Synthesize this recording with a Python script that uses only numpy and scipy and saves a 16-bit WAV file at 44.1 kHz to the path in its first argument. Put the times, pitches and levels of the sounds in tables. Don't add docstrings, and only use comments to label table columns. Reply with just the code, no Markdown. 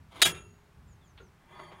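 import sys
import numpy as np
from scipy import signal
from scipy.io import wavfile
from scipy.ndimage import uniform_filter1d

SR = 44100
rng = np.random.default_rng(int(sys.argv[2]) if len(sys.argv) > 2 else 0)


def wrap_up_sound(samples):
    columns = np.atleast_2d(samples).T
    tamed = np.clip(columns, -1, 1)
    steps = np.round(tamed * 32767).astype(np.int16)
    wavfile.write(sys.argv[1], SR, steps)


N = 79380
T = np.arange(N) / SR
HZ = np.fft.rfftfreq(4096, 1 / SR)
SLIPS_PER_S, SLIP_SPREAD_DB = 2800, 3

# start_s, rise_s, hold_s, release_t60_s, level_db, rest_after_s
SLAM_BLOW = (.2166, .002, .009, .06, -13.3, .0205)
REBOUND_BLOW = (.246, .010, .007, .14, -22.3, .081)
# resonance_hz, slam_lift_db, rattle_lift_db
PART_RESONANCES = [(355, 9, 8), (680, 13, 13), (1635, 2, 7), (1895, 10, 2), (2385, 7, 10), (2860, 7, 1),
                   (3315, 6, 12), (3720, 9, 10), (4870, 2, 9), (5280, 11, 8), (5870, 10, 0), (6930, 8, 9),
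                   (7410, 10, 10), (7960, 5, 10), (8440, 11, 9), (9590, 11, 9), (9810, 8, 2)]
# mode_hz, struck_level_db, struck_t60_s, scraped_relative_db
FRAME_MODES = [(163, -44, .5, -2), (366, -45, .55, -1), (411, -55, 1.3, -7), (590, -47, .3, -6),
               (974, -54, .5, 2), (1100, -58, .25, 3), (1236, -48, .4, 2), (1330, -44, .47, -10),
               (2051, -52, .2, 2), (2719, -42, .46, -20), (3219, -48, .42, -3), (3424, -54, .3, -5),
               (6660, -50, .5, -19), (6729, -49, .65, -17), (9448, -45, .38, -21), (9708, -51, .35, -17),
               (10401, -50, .4, -34)]


def amp(db):
    return 10 ** (np.asarray(db) / 20)


def unit(x):
    return x / np.sqrt(np.mean(x ** 2) + 1e-20)


def read(points):
    hz, db = np.transpose(points)
    return np.interp(np.log(HZ + 1), np.log(hz + 1), db)


def level(points):
    return amp(np.interp(T, *np.transpose(points)))


def colour(x, db):
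    log_gain = np.log(amp(np.maximum(db - db.max(), -90)))
    mirrored = np.r_[log_gain, log_gain[-2:0:-1]]
    taps = np.fft.ifft(np.exp(np.conj(signal.hilbert(mirrored)))).real
    return signal.fftconvolve(x, taps / np.linalg.norm(taps))[:N]


def peak(hz, width_hz, db):
    return db / (1 + (2 * (HZ - hz) / width_hz) ** 2)


def crowded(depth_db):
    ripple = uniform_filter1d(rng.standard_normal(len(HZ)), size=4)
    return depth_db * np.tanh(unit(uniform_filter1d(ripple, size=3)))


def flutter(depth_db):
    waver = uniform_filter1d(rng.standard_normal(N), size=400)
    return amp(depth_db * unit(uniform_filter1d(waver, size=300)))


def contacts(per_s, spread_db):
    size = amp(spread_db * np.minimum(rng.exponential(1, N), 3))
    sign = rng.choice([-1, 1], N)
    return unit(size * sign * (rng.random(N) < per_s / SR))


def decay(t_s, t60_s):
    return np.exp(-np.log(1000) * t_s / t60_s)


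def envelope(start_s, rise_s, hold_s, t60_s, db):
    t = T - start_s
    return np.clip(t / rise_s, 0, 1) * amp(db) * decay(np.maximum(t - rise_s - hold_s, 0), t60_s)


def tone(hz):
    return np.sin(2 * np.pi * (hz * T + rng.random()))


def field():
    # frequency_hz, relative_density_db_per_hz
    air_colour = [(100, -5), (170, -3), (260, -10), (420, -10), (520, -15), (950, -11.5), (1500, -14),
                  (3200, -23.5), (5000, -27.5), (15500, -36)]
    rumble_colour = [(20, -36), (35, -14), (55, 0), (110, -5), (170, -7), (240, -18), (500, -34),
                     (3000, -85)]
    # time_s, level_db
    rumble_level = [(0, -54), (.13, -60), (.28, -51), (.52, -56), (.58, -63), (.745, -65), (.775, -55),
                    (1.0, -57), (1.09, -63), (1.13, -58), (1.28, -57), (1.34, -65), (1.8, -61)]
    air_db = -64.5
    air = amp(air_db) * colour(rng.standard_normal(N), read(air_colour))
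    return air + level(rumble_level) * colour(rng.standard_normal(N), read(rumble_colour))


def bird(waver=.016):
    # start_s, length_s, start_hz, end_hz, level_db
    whistles = [(.87, .1, 7400, 6150, -68), (1.005, .065, 3650, 3100, -69), (1.035, .1, 7400, 5500, -69),
                (1.198, .1, 6850, 5400, -71)]
    bend = 1.15
    out = np.zeros(N)
    for start_s, length_s, from_hz, to_hz, db in whistles:
        u = np.clip((T - start_s) / length_s, 0, 1)
        glide_hz = from_hz + (to_hz - from_hz) * u ** bend
        wobble = unit(uniform_filter1d(rng.standard_normal(N), size=120))
        hz = glide_hz * (1 + waver * wobble)
        swell = amp(db) * flutter(depth_db=2.5) * np.sin(np.pi * u)
        out += swell * np.sin(2 * np.pi * np.cumsum(hz) / SR)
    return out


def knocks():
    # start_s, rise_s, hold_s, release_t60_s, level_db, resonance_hz, width_hz, lift_db
    bumps = [(1.173, .005, .01, .09, -55, 3500, 1900, 15), (1.192, .012, .02, .14, -56, 400, 220, 23),
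             (1.193, .008, .015, .13, -60, 1400, 140, 19), (1.5932, .0005, .002, .08, -43.5, 1100, 900, 12),
             (1.708, .012, .01, .09, -51.5, 900, 1600, 5)]
    # frequency_hz, relative_density_db_per_hz
    bump_colour = [(100, -8), (400, -2), (1200, -3), (2200, -7), (4200, -15), (5200, -27), (15000, -44)]
    out = np.zeros(N)
    for *shape, hz, width_hz, lift_db in bumps:
        impacts = contacts(SLIPS_PER_S, SLIP_SPREAD_DB) * envelope(*shape)
        out += colour(impacts, read(bump_colour) + peak(hz, width_hz, lift_db))
    return out


def squeal():
    # start_s, rise_s, hold_s, release_t60_s, level_db
    squeal_shape = (1.535, .03, .135, .1, -68)
    return tone(hz=4545) * envelope(*squeal_shape) * flutter(depth_db=2)


def scrape(force, spectrum, ring_db, tilt_db_per_octave, ring_t60_s, bite):
    push = level(force)
    slips = contacts(SLIPS_PER_S, SLIP_SPREAD_DB) * push
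    modes = sum(amp(db + tilt_db_per_octave * np.log2(hz)) * tone(hz) for hz, _, _, db in FRAME_MODES)
    ring = modes * decay(T, ring_t60_s)
    drive = slips * (push / push.max()) ** bite
    ringing = signal.fftconvolve(drive, ring / np.linalg.norm(ring))[:N]
    rasp = colour(slips, read(spectrum) + crowded(depth_db=5.5))
    return rasp + amp(ring_db) * ringing


def scrapes():
    # time_s, level_db
    in_force = [(.085, -84), (.123, -56), (.143, -57), (.167, -47.5), (.183, -51), (.197, -47), (.215, -46),
                (.25, -100)]
    back_force = [(1.25, -76), (1.47, -65), (1.52, -56), (1.56, -54), (1.615, -51.5), (1.655, -53),
                  (1.69, -58), (1.8, -57)]
    # frequency_hz, relative_density_db_per_hz
    in_colour = [(50, -20), (200, -7), (375, 1), (524, -8), (760, -2), (2700, -13), (3600, -9), (5040, -23),
                 (15000, -35)]
    back_colour = [(60, -20), (165, -1), (240, -7), (340, 1), (550, -6), (720, 2), (1100, -1), (1500, -8),
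                   (2100, -7), (2750, -17), (5150, -31), (8500, -29), (15000, -43)]
    return (scrape(in_force, in_colour, ring_db=-9, tilt_db_per_octave=6, ring_t60_s=.07, bite=0)
            + scrape(back_force, back_colour, ring_db=2, tilt_db_per_octave=0, ring_t60_s=.13, bite=.5))


def frame():
    # start_s, rise_s, hold_s, release_t60_s, level_db
    shudder = (.252, .03, .05, .33, -45)
    # frequency_hz, relative_density_db_per_hz
    shudder_colour = [(30, -18), (70, -3), (150, 1), (250, -10), (400, -4), (680, -16), (1400, -13),
                      (3000, -26), (14000, -55)]
    rise_s, flutter_db = .018, 2.8
    ring = sum(tone(hz) * flutter(flutter_db) * envelope(REBOUND_BLOW[0], rise_s, 0, t60_s, db)
               for hz, db, t60_s, _ in FRAME_MODES)
    return ring + colour(rng.standard_normal(N) * envelope(*shudder), read(shudder_colour))


def pure_tones():
    # tone_hz, level_db
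    tone_levels = [(2990, -29), (3247, -29), (3305, -27), (3768, -23), (3812, -26), (4785, -33),
                   (6343, -33), (6849, -32), (9505, -32)]
    rise_s, slow_t60_s, fade_after_s, fade_t60_s = .008, .6, .042, .055
    swell = envelope(SLAM_BLOW[0], rise_s, 0, slow_t60_s, 0)
    fade = envelope(SLAM_BLOW[0], 1 / SR, fade_after_s, fade_t60_s, 0)
    return swell * fade * sum(amp(db) * tone(hz) for hz, db in tone_levels)


def clatter(blow, spectrum, lifts_db, ripple_db):
    chatter_per_s, spread_db, settle_s, resting_db, width_hz = 12000, 1.2, .003, -23, 70
    *shape, rest_after_s = blow
    damping = np.clip((blow[0] + rest_after_s - T) / settle_s, amp(resting_db), 1)
    resonances = sum(peak(row[0], width_hz, db) for row, db in zip(PART_RESONANCES, lifts_db))
    body = read(spectrum) + resonances + crowded(ripple_db)
    return damping * colour(contacts(chatter_per_s, spread_db) * envelope(*shape), body)


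def clank():
    # start_s, rise_s, hold_s, release_t60_s, level_db, rest_after_s
    last_rattle = (.338, .008, .012, .22, -49, .12)
    # frequency_hz, relative_density_db_per_hz
    slam_colour = [(100, -33), (300, -24), (660, -19), (1060, -22), (1380, -11), (2700, -10), (3700, -5),
                   (4400, -10), (5500, -18), (7000, -15), (10000, -17), (15500, -26)]
    rebound_colour = [(50, -25), (120, -12), (550, -14.5), (980, -9.5), (1700, -7.5), (3250, -7),
                      (4560, -14), (8200, -13), (12000, -16), (15500, -23)]
    rattle_colour = [(700, -10), (2600, 0), (3700, -5), (4600, -19), (9000, -17), (15000, -27)]
    _, slam_db, rattle_db = np.transpose(PART_RESONANCES)
    return (clatter(SLAM_BLOW, slam_colour, slam_db, ripple_db=1)
            + clatter(REBOUND_BLOW, rebound_colour, rattle_db, ripple_db=3)
            + clatter(last_rattle, rattle_colour, rattle_db, ripple_db=4))


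def scene():
    background = field() + bird()
    chute = knocks() + squeal() + scrapes() + frame() + pure_tones() + clank()
    return (background + chute)[None]


def record(dry):
    overload, edge_hz = .75, 15900
    rounded = overload * np.tanh(dry / overload)
    lowpass = signal.firwin(511, edge_hz, window=("kaiser", 9), fs=SR)
    return signal.oaconvolve(rounded, lowpass[None], "same")


dry = scene()
out = record(dry)
wrap_up_sound(out)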